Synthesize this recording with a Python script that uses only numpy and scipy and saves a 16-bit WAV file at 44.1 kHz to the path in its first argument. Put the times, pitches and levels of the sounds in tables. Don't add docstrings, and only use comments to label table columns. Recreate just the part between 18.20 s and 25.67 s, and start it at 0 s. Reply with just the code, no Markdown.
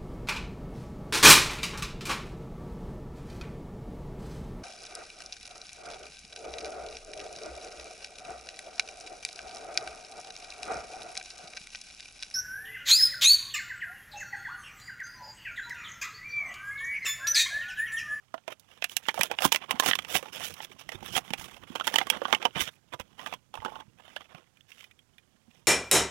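import sys
import numpy as np
from scipy import signal
from scipy.io import wavfile
from scipy.ndimage import uniform_filter1d

SR = 44100
rng = np.random.default_rng(int(sys.argv[2]) if len(sys.argv) > 2 else 0)


def waveform_to_disk(signal):
    frames = np.transpose(np.atleast_2d(signal))
    scaled = np.clip(frames, -1, 1) * 32767
    samples = np.round(scaled).astype(np.int16)
    wavfile.write(sys.argv[1], SR, samples)


N = 329427
TIME = np.arange(N) / SR

# start_s, shell_db, panel_db, crack_db, panel_hz, rib_hz
BUCKLES = [(0.1402, -32, -30, -51, 660, 2040), (0.178, -38, -50, -70, 734, 1540),
           (0.2781, -25, -33, -44.5, 650, 2620), (0.396, -58, -75, -50, 996, 2800),
           (0.6222, -16, -37, -42.5, 684, 2630), (0.6416, -12, -37.5, -28, 707, 2840),
           (0.6955, -29.5, -70, -47, 1060, 3050), (0.7668, -13, -41, -19.5, 724, 2880),
           (0.8844, -11, -25.5, -33, 895, 1870), (0.8914, -13.5, -36, -44, 805, 2400),
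           (0.942, -30, -38.5, -40.5, 896, 1710), (0.9754, -27, -29, -48, 710, 2380),
           (0.9911, -30, -29.5, -37, 556, 1800), (1.0097, -6.5, -29.5, -25, 950, 2540),
           (1.0325, -14.5, -34, -20.5, 674, 3400), (1.1129, -17.5, -28.5, -37.5, 819, 2540),
           (1.1861, -12, -34.5, -45, 805, 2880), (1.205, -29, -35.5, -38.5, 696, 1490),
           (1.2204, -16, -30, -31, 773, 2940), (1.2494, -16, -19.5, -22, 1050, 3160),
           (1.3197, -10, -25.5, -25, 910, 2690), (1.3241, -7.5, -37.5, -19, 910, 3030),
           (1.3457, -10.5, -32.5, -29.5, 600, 2940), (1.3593, -11.5, -36.5, -27, 1047, 2760),
           (1.5087, -10.5, -26.5, -27, 1045, 3180), (1.5977, -8.5, -22, -19, 1056, 1720),
           (1.623, -23, -32.5, -48, 1020, 2100), (1.6346, -25, -29, -36, 850, 1870),
           (1.6598, -13.5, -27, -25.5, 750, 3110), (1.6862, -13, -25, -29.5, 1330, 1450),
           (1.7114, -7.5, -31.5, -47, 1260, 1880), (1.733, -7.5, -39, -48, 1210, 1880),
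           (1.7526, -15, -34.5, -30.5, 1086, 3610), (1.7879, -15, -35, -36.5, 1250, 3460),
           (1.8474, -25, -49, -48, 870, 2780), (1.952, -11, -26, -33, 736, 2820),
           (2.0264, -32, -39, -47.5, 525, 2890), (2.0557, -33, -42.5, -60, 848, 1400),
           (2.167, -29.5, -46, -59, 866, 3360), (2.2044, -33, -40, -45, 713, 2100),
           (2.3391, -35, -65, -41, 781, 3110), (2.4028, -27, -38.5, -66, 860, 1960),
           (2.6898, -21, -40.5, -41, 666, 2110), (2.7194, -28, -46, -47, 830, 1940),
           (2.825, -47, -42, -68, 810, 1800), (2.9642, -13.5, -28, -46, 760, 3120),
           (2.9767, -13.5, -28, -30.5, 730, 2850), (3.1043, -26.5, -42.5, -44, 885, 3060),
           (3.1348, -13.5, -31.5, -34.5, 805, 2780), (3.5524, -26, -33.5, -42, 900, 1400),
           (3.5565, -19.5, -32.5, -39.5, 923, 3330), (3.5979, -21.5, -34.5, -45, 1084, 3310),
           (3.6093, -19.5, -30, -51, 1310, 1400), (3.6696, -18.5, -28.5, -27, 960, 1940),
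           (3.676, -11.5, -31, -30, 880, 1810), (3.7398, -14.5, -31, -30.5, 900, 1870),
           (3.7577, -4.5, -24, -25, 910, 3060), (3.7838, -6.5, -28.5, -25.5, 1310, 1960),
           (3.813, -15.5, -27, -55.5, 780, 2170), (3.8686, -27, -36, -43, 1120, 2130),
           (3.9, -5.5, -30, -20, 890, 3330), (4.0167, -31, -27, -55, 549, 1490),
           (4.0525, -19, -26, -61, 1163, 1470), (4.1268, -6, -20.5, -29, 864, 2220),
           (4.1342, -18, -21.5, -41, 860, 2320), (4.1473, -9, -34.5, -34.5, 1120, 3080),
           (4.2257, -21.5, -37.5, -44.5, 856, 2540), (4.2522, -8, -21.5, -31.5, 810, 3070),
           (4.2564, -15.5, -21.5, -41, 937, 3140), (4.3554, -30, -40.5, -57, 720, 2470),
           (4.7355, -28.5, -36, -50, 986, 1520), (4.7971, -32, -43, -44, 1020, 2810),
           (4.9921, -29, -42.5, -55, 1010, 2040), (5.0605, -23, -37, -46, 1190, 1850),
           (5.0714, -30, -40, -46, 891, 2720), (5.125, -25, -35.5, -54.5, 726, 2610),
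           (5.137, -25, -38, -43, 1026, 3340), (5.3395, -30.5, -37, -52, 860, 1400),
           (5.3527, -29, -41.5, -51, 1018, 2760), (5.3734, -39, -39.5, -62, 910, 1410),
           (5.448, -23.5, -32, -43.5, 1300, 1400), (5.4588, -28.5, -30, -52, 866, 1730),
           (5.48, -39, -38.5, -63, 870, 1490), (5.5204, -49, -42, -62, 860, 1470),
           (5.5553, -32.5, -43, -63, 870, 1420), (5.6052, -36, -43.5, -60, 860, 1460),
           (5.9628, -20.5, -38.5, -47.5, 595, 1700), (6.0064, -36.5, -48, -60, 1190, 3400),
           (6.1474, -39, -48, -60, 717, 2860)]
# climax_s, level_db, build_s, release_s, body_re_level_db, fizz_re_level_db
CARD_RIPS = [(1.254, -25.5, 0.018, 0.013, -1, -1.5), (1.68, -25, 0.022, 0.02, -3.5, -2.5),
             (1.96, -27, 0.024, 0.015, -5, -1), (2.97, -23.5, 0.016, 0.01, -10, -3),
             (4.418, -27.5, 0.022, 0.017, -12.5, -4.5)]
# start_s, length_s, level_db, body_re_level_db, fizz_re_level_db
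CARD_RUBS = [(0.298, 0.03, -47, -1.5, -7.5), (0.471, 0.12, -64, -5, -6), (0.684, 0.059, -56.5, -12, 1.5),
             (0.819, 0.1, -51, -10.5, -5.5), (0.941, 0.13, -47, -5, -3.5), (1.094, 0.046, -47.5, 4, -15),
             (1.325, 0.04, -44, -7.5, 2.5), (1.405, 0.04, -49.5, 2, -12.5),
             (1.478, 0.082, -49.5, 5.5, -10.5), (1.802, 0.027, -54, -13, -6), (1.892, 0.016, -39, -9, -5.5),
             (2.003, 0.089, -55, -0.5, -5), (2.117, 0.13, -45, -5.5, -4.5), (2.222, 0.061, -44.5, -11, 1),
             (2.278, 0.054, -46, -9.5, -4.5), (2.352, .045, -55, -0.5, -3),
             (2.411, 0.038, -41.5, -11, -4.5), (2.491, 0.039, -53.5, -5.5, -6.5),
             (2.584, 0.03, -48, -5.5, -5), (2.713, 0.044, -44.5, -4.5, -9), (2.819, 0.088, -46, -6.5, -5),
             (3.032, .075, -59, 1, -2), (3.169, .09, -46, -7, -1.5), (3.269, 0.1, -54.5, -1, -4.5),
             (3.406, 0.032, -55.5, 1.5, -8), (3.463, 0.16, -53, -1.5, -7), (3.633, .1, -45, -5, -5),
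             (3.716, 0.11, -44, -2, -7.5), (3.903, 0.071, -42.5, 2, -12.5), (4.022, 0.14, -47, 0.5, -7.5),
             (4.196, 0.083, -49.5, 2.5, -11), (4.347, 0.05, -36, -2.5, -15), (4.463, 0.026, -40, -8.5, -9),
             (4.499, .06, -69, -3, 0.5), (4.721, 0.027, -45, 3, -9), (4.79, .018, -39.5, -3, -8),
             (4.975, .16, -53, 2, -5.5), (5.327, 0.28, -58, -2.5, -7.5), (5.774, 0.061, -65.5, 1.5, -7),
             (5.818, 0.22, -58, -3.5, -9), (6.079, 0.14, -62, 2, -10), (6.475, .18, -60.5, -12, -4),
             (7.29, 0.11, -69, -5, -3.5)]
# start_s, length_s, level_db
PACK_SLIDE = (5.34, 0.286, -51.5)
# pitch_hz, decay_s, level_db
HOLLOW_MODES = [(880, .007, 2), (1050, 0.0043, 0)]
# start_s, level_db, pitch_hz
WHEEL_TICKS = [(6.3712, -52.5, 2410), (6.4078, -47.5, 3510), (6.5179, -39.5, 2820), (6.6079, -40, 3100),
               (6.6414, -39.5, 2470), (6.7114, -47.5, 2480), (6.791, -48.5, 3290), (6.9819, -44.5, 2430)]
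# start_s, level_db, pitch_hz
HAND_JOLTS = [(0.997, -39.5, 190), (1.253, -25.5, 283), (1.262, -41, 120), (1.54, -39.5, 240),
              (1.953, -42, 170), (2.752, -44, 110), (3.106, -39.5, 222), (3.189, -49, 70),
              (3.502, -42, 262), (4.129, -53, 198), (4.361, -37.5, 171), (4.412, -43, 64.5),
              (4.741, -49.5, 130.7), (4.801, -47, 80), (5.389, -47.5, 90), (5.45, -47, 228),
              (5.68, -54.5, 120), (6.146, -49.5, 159), (7.28, -57, 219)]
# time_s, rustle_db, brush_db
HAND_MOTION = [(0.0, -83, -72.5), (0.6, -79, -70), (1.06, -86, -58.5), (1.56, -59, -58.5),
               (1.81, -58, -54.5), (2.49, -64.5, -63.5), (2.81, -54.5, -57.5), (3.51, -62, -66),
               (3.81, -59, -52), (4.28, -65, -57.5), (4.51, -78, -74.5), (4.89, -65.5, -66.5),
               (5.32, -73.5, -78.5), (5.51, -60, -72), (5.66, -65.5, -75.5), (5.93, -76, -72),
               (6.97, -77.5, -76.5), (7.47, -70.5, -73.5)]
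# freq_hz, gain_db
PANEL_SHAPE = [(25, -41), (130, -16), (260, -2), (400, -3), (600, 1.5), (880, 2.5), (1200, 1.5),
               (1600, -4.5), (3000, -52)]
# freq_hz, gain_db
SHELL_SHAPE = [(600, -31), (1100, -24), (1400, -8.5), (2200, -0.5), (2550, 1), (3050, 4), (3450, 1.5),
               (4000, -11.5), (5000, -17), (9000, -51)]
# freq_hz, gain_db
CREASE_SHAPE = [(2000, -25), (3600, 3.5), (4300, 0), (4900, 0), (5700, 4.5), (7000, -1), (9300, -4.5),
                (11300, -1.5), (12600, -9), (13800, -6), (16000, -5.5)]
# freq_hz, gain_db
THUD_SHAPE = [(20, -24), (60, -3), (130, 1), (240, -2), (350, -8), (600, -26), (1500, -55)]
# shell_minus_panel_db, decay_s
BUCKLE_DAMPING = [(-11, 0.0053), (19, 0.0019)]
# freq_hz, gain_db
ROOM_TONE = [(25, -9.5), (120, 3), (300, -9.5), (800, -15.5), (1400, -17.5), (3200, -21.5), (6500, -19.5),
             (16000, -32.5)]
# freq_hz, t60_s
ROOM_DECAY = [(150, 0.11), (800, 0.071), (3000, 0.039), (12000, 0.041)]

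GIVE_S = 0.0005
RISE_S, RIB_DECAY_S = 0.00012, 0.0014
SLIP_SHARE = 0.35
FIBRE_HISS = 0.7
CRINKLE_CYCLES = 2.5
JOLT_DECAY_S = 0.0051
RUB_ATTACK_S, RUB_RELEASE_S, RUB_EASE = 0.0099, 0.005, 0.057
BAND_EDGE_HZ = 16150


def snaps(panel_db=-1, shell_db=-14, crack_db=-3, strain_db=-32, strain_fizz_db=-6, strain_s=0.0042):
    out, t = np.zeros(N), TIME[:1024]
    strain = np.exp((t - t[-1]) / strain_s)
    for start_s, mid_db, low_db, high_db, panel_hz, rib_hz in BUCKLES:
        break_s = start_s + GIVE_S
        hit = buckle(low_db + panel_db, mid_db + shell_db, high_db + crack_db, panel_hz, rib_hz)
        add(out, break_s, hit)
        slips = rng.standard_normal(len(t))
        creak = unit(colour(slips, SHELL_SHAPE))
        creak = creak + amp(strain_fizz_db) * unit(colour(slips, CREASE_SHAPE))
        add(out, break_s - t[-1], amp(mid_db + strain_db) * creak * strain)
    return out


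def buckle(low_db, mid_db, high_db, panel_hz, rib_hz, panel_ring=1.31, panel_slow=1.27, shell_ring=0.72,
           after=0.093, after_s=0.012, first=0.6, first_s=0.00076, top_slope=0.67, top_db=3):
    t = TIME[:2048]
    onset = 1 - np.exp(-t / RISE_S)
    decay_s = np.interp(mid_db - low_db, *np.transpose(BUCKLE_DAMPING))
    edge = first * np.exp(-t / first_s) + after * np.exp(-t / after_s)
    kick = onset * (np.exp(-t / decay_s) + edge)
    slips = rng.standard_normal((3, len(t))) * (rng.random(len(t)) < SLIP_SHARE)
    panel_slips, shell_slips, crack_slips = slips * kick

    flip = colour(1.0 * (t == 0), PANEL_SHAPE)
    panel = unit(colour(panel_slips, PANEL_SHAPE))
    panel = panel + panel_ring * mode(flip, panel_hz, panel_slow * decay_s)
    shell = colour(shell_slips, SHELL_SHAPE)
    shell = unit(shell) + shell_ring * mode(shell, rib_hz, RIB_DECAY_S)
    lift_db = top_db + top_slope * min(high_db - mid_db, 5)
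    crack = brighten(colour(crack_slips, CREASE_SHAPE), lift_db)
    return blow(panel, low_db) + blow(shell, mid_db) + blow(crack, high_db)


def ticks(level, body, fizz, count=130, panel_db=-1, shell_db=0, crack_db=-8, spread_db=4, colour_db=6,
          ceiling_db=-47, low_hz=600, high_hz=1200, rib_ratio=2.8):
    out = np.zeros(N)
    for when, strength, pitch, stiff in rng.random((count, 4)):
        at = int(when * N)
        db = min(level[at], ceiling_db) + spread_db * (2 * strength - 1)
        lean_db = colour_db * (2 * stiff - 1)
        low_db = db + body[at] + panel_db - lean_db
        mid_db = db + shell_db + lean_db
        high_db = db + fizz[at] + crack_db
        hz = low_hz + pitch * (high_hz - low_hz)
        add(out, at / SR, buckle(low_db, mid_db, high_db, hz, hz * rib_ratio))
    return out


def tearing(level, body, fizz, body_db=-3, shell_db=-3, fizz_db=-2, catch_db=3.5, fizz_catch_db=2.5,
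            crinkle_db=-6, top_slope=0.09, top_fizz=0.47, top_db=7.0):
    fibres = crackle(per_s=2500, spread_db=4) + FIBRE_HISS * rng.standard_normal(N)
    catches = wander(130)
    voices = [(PANEL_SHAPE, body + body_db, catch_db),
              (SHELL_SHAPE, shell_db, catch_db),
              (CREASE_SHAPE, fizz + fizz_db, fizz_catch_db)]
    card = np.zeros(N)
    for shape, voice_db, depth_db in voices:
        clumps = fibres * amp(depth_db * catches)
        card += amp(level + voice_db) * unit(colour(clumps, shape))
    card = brighten(flex(card), top_db + top_slope * level + top_fizz * fizz)
    return card + amp(level + body / 2 + crinkle_db) * crinkle()


def effort(brush_db=-3, rest_body_db=-1, rest_fizz_db=-6):
    time_s, _, brush = np.transpose(HAND_MOTION)
    strokes = [(amp(np.interp(TIME, time_s, brush) + brush_db), rest_body_db, rest_fizz_db)]
    for climax_s, db, build_s, release_s, body, fizz in CARD_RIPS:
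        fall = np.maximum((climax_s - TIME) / build_s, (TIME - climax_s) / release_s)
        strokes.append((amp(db) * np.exp(-fall), body, fizz))
    for start_s, length_s, db, body, fizz in CARD_RUBS:
        attack_s = RUB_ATTACK_S + RUB_EASE * length_s
        release_s = RUB_RELEASE_S + RUB_EASE * length_s
        rise = np.clip((TIME - start_s) / attack_s, 0, 1)
        fade = np.exp(-np.clip((TIME - start_s - length_s) / release_s, 0, 20))
        strokes.append((amp(db) * rise * fade, body, fizz))
    power = sum(np.outer(amp([0, body, fizz]) ** 2, gain ** 2) for gain, body, fizz in strokes)
    level, low, high = 10 * np.log10(power)
    return level, low - level, high - level


def crinkle(per_s=150, spread_db=4, count=16):
    notes_hz = np.geomspace(350, 3400, count) * rng.uniform(0.94, 1.06, count)
    dents = np.zeros(N)
    for hz in notes_hz:
        dents += mode(crackle(per_s / count, spread_db), hz, CRINKLE_CYCLES / hz)
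    low_cut = signal.butter(2, notes_hz[0] / 2, "high", fs=SR, output="sos")
    return unit(signal.sosfilt(low_cut, dents))


def flex(x, depth_db=3.2, size=512):
    z = signal.stft(x, nperseg=size)[2]
    patches = uniform_filter1d(rng.standard_normal(z.shape), size=3, axis=0)
    patches = unit(uniform_filter1d(patches, size=4, axis=1))
    return signal.istft(z * amp(depth_db * patches), nperseg=size)[1][:N]


def slide():
    start_s, length_s, db = PACK_SLIDE
    catches = crackle(per_s=210, spread_db=5) * (TIME > start_s) * (TIME < start_s + length_s)
    ring = np.zeros(N)
    for hz, decay_s, mode_db in HOLLOW_MODES:
        ring += amp(mode_db) * mode(catches, hz, decay_s)
    return amp(db) * unit(ring) * np.sqrt(length_s * SR / N)


def car(tick_db=-8, edge_db=-10, ring=0.58, contact_s=0.0028, ring_s=0.0051):
    out, t = np.zeros(N), TIME[:2048]
    for start_s, db, hz in WHEEL_TICKS:
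        contact = rng.standard_normal(len(t)) * np.exp(-t / contact_s)
        body = colour(contact, SHELL_SHAPE)
        edge = amp(edge_db) * unit(colour(contact, CREASE_SHAPE))
        tick = unit(body) + ring * mode(body, hz, ring_s) + edge
        add(out, start_s, blow(tick, db + tick_db))
    return out


def handling(level, rustle_db=-1, grip_db=-17, lumpy_db=3, jolt_noise_db=-7):
    rustle = colour(rng.standard_normal(N) * amp(lumpy_db * wander(40)), THUD_SHAPE)
    time_s, low_db, _ = np.transpose(HAND_MOTION)
    motion = amp(np.interp(TIME, time_s, low_db) + rustle_db)
    out = np.hypot(motion, amp(level + grip_db)) * unit(rustle)
    t = TIME[:4096]
    fade = np.exp(-t / JOLT_DECAY_S)
    for start_s, db, hz in HAND_JOLTS:
        note = np.sin(2 * np.pi * hz * t) * fade * (1 - np.exp(-t * hz * 2))
        noise = unit(colour(rng.standard_normal(len(t)) * fade, THUD_SHAPE))
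        thud = unit(note) + amp(jolt_noise_db) * noise
        early_rms = np.sqrt(np.mean(thud[t < 2 * JOLT_DECAY_S] ** 2))
        add(out, start_s, amp(db) * thud / early_rms)
    return out


def room(x, gap_s=0.0028, size=256):
    count = SR // 2
    taps = rng.standard_normal(count) * (rng.random(count) < 0.1) * (TIME[:count] > gap_s)
    hz, t, z = signal.stft(taps, SR, nperseg=size)
    decay = np.exp(-np.log(1000) * t / read(ROOM_DECAY, hz)[:, None])
    tail = signal.istft(z * decay, SR, nperseg=size)[1]
    return signal.fftconvolve(x, tail / np.linalg.norm(tail))[:N]


def room_tone():
    return unit(colour(rng.standard_normal(N), ROOM_TONE))


def amp(db):
    return 10 ** (np.asarray(db) / 20)


def unit(x):
    return x / np.sqrt(np.mean(x ** 2) + 1e-20)


def blow(x, db):
    return amp(db) * x / np.sqrt(np.mean(x[:265] ** 2) + 1e-20)


def add(mix, start_s, sound):
    part = mix[max(round(start_s * SR), 0):][:len(sound)]
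    part += sound[:len(part)]


def read(points, hz):
    freq_hz, value = np.transpose(points)
    return np.interp(np.log(hz + 1), np.log(freq_hz), value)


def colour(x, points, size=2048):
    hz = abs(np.fft.fftfreq(size, 1 / SR))
    log_gain = np.log(amp(read(points, hz)))
    taps = np.fft.ifft(np.exp(np.conj(signal.hilbert(log_gain)))).real[:size // 2]
    return signal.fftconvolve(x, taps)[:len(x)]


def brighten(x, db, corner_hz=8500):
    high_pass = signal.butter(2, corner_hz, "high", fs=SR, output="sos")
    return x + (amp(db) - 1) * signal.sosfiltfilt(high_pass, x)


def mode(kick, hz, decay_s):
    pole = np.exp((2j * np.pi * hz - 1 / decay_s) / SR)
    return unit(signal.lfilter([1], [1, -pole], kick).imag)


def wander(hz):
    knots = rng.standard_normal(N)
    return unit(np.interp(TIME * hz, np.arange(N), knots))


def crackle(per_s, spread_db):
    at = np.flatnonzero(rng.random(N) < per_s / SR)
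    size_db = spread_db * np.minimum(rng.exponential(1, len(at)), 4)
    clicks = np.zeros(N)
    clicks[at] = amp(size_db) * np.sign(rng.random(len(at)) - 0.5)
    return unit(clicks)


def scene(room_db=-19, quiet_db=-71, mic_db=5):
    level, body, fizz = effort()
    near = snaps() + ticks(level, body, fizz) + tearing(level, body, fizz)
    near = near + slide() + car() + handling(level)
    mono = near + amp(room_db) * room(near) + amp(quiet_db) * room_tone()
    return amp(mic_db) * np.array([mono, mono])


def record(dry, idle_db=-99):
    idle = amp(idle_db) * unit(signal.lfilter([1], [1, -0.99], rng.standard_normal(N)))
    low_pass = signal.firwin(255, BAND_EDGE_HZ, window=("kaiser", 9), fs=SR)
    return signal.oaconvolve(np.array([idle, dry[1]]), low_pass[None], "same", axes=1)


dry = scene()
out = record(dry)
waveform_to_disk(out)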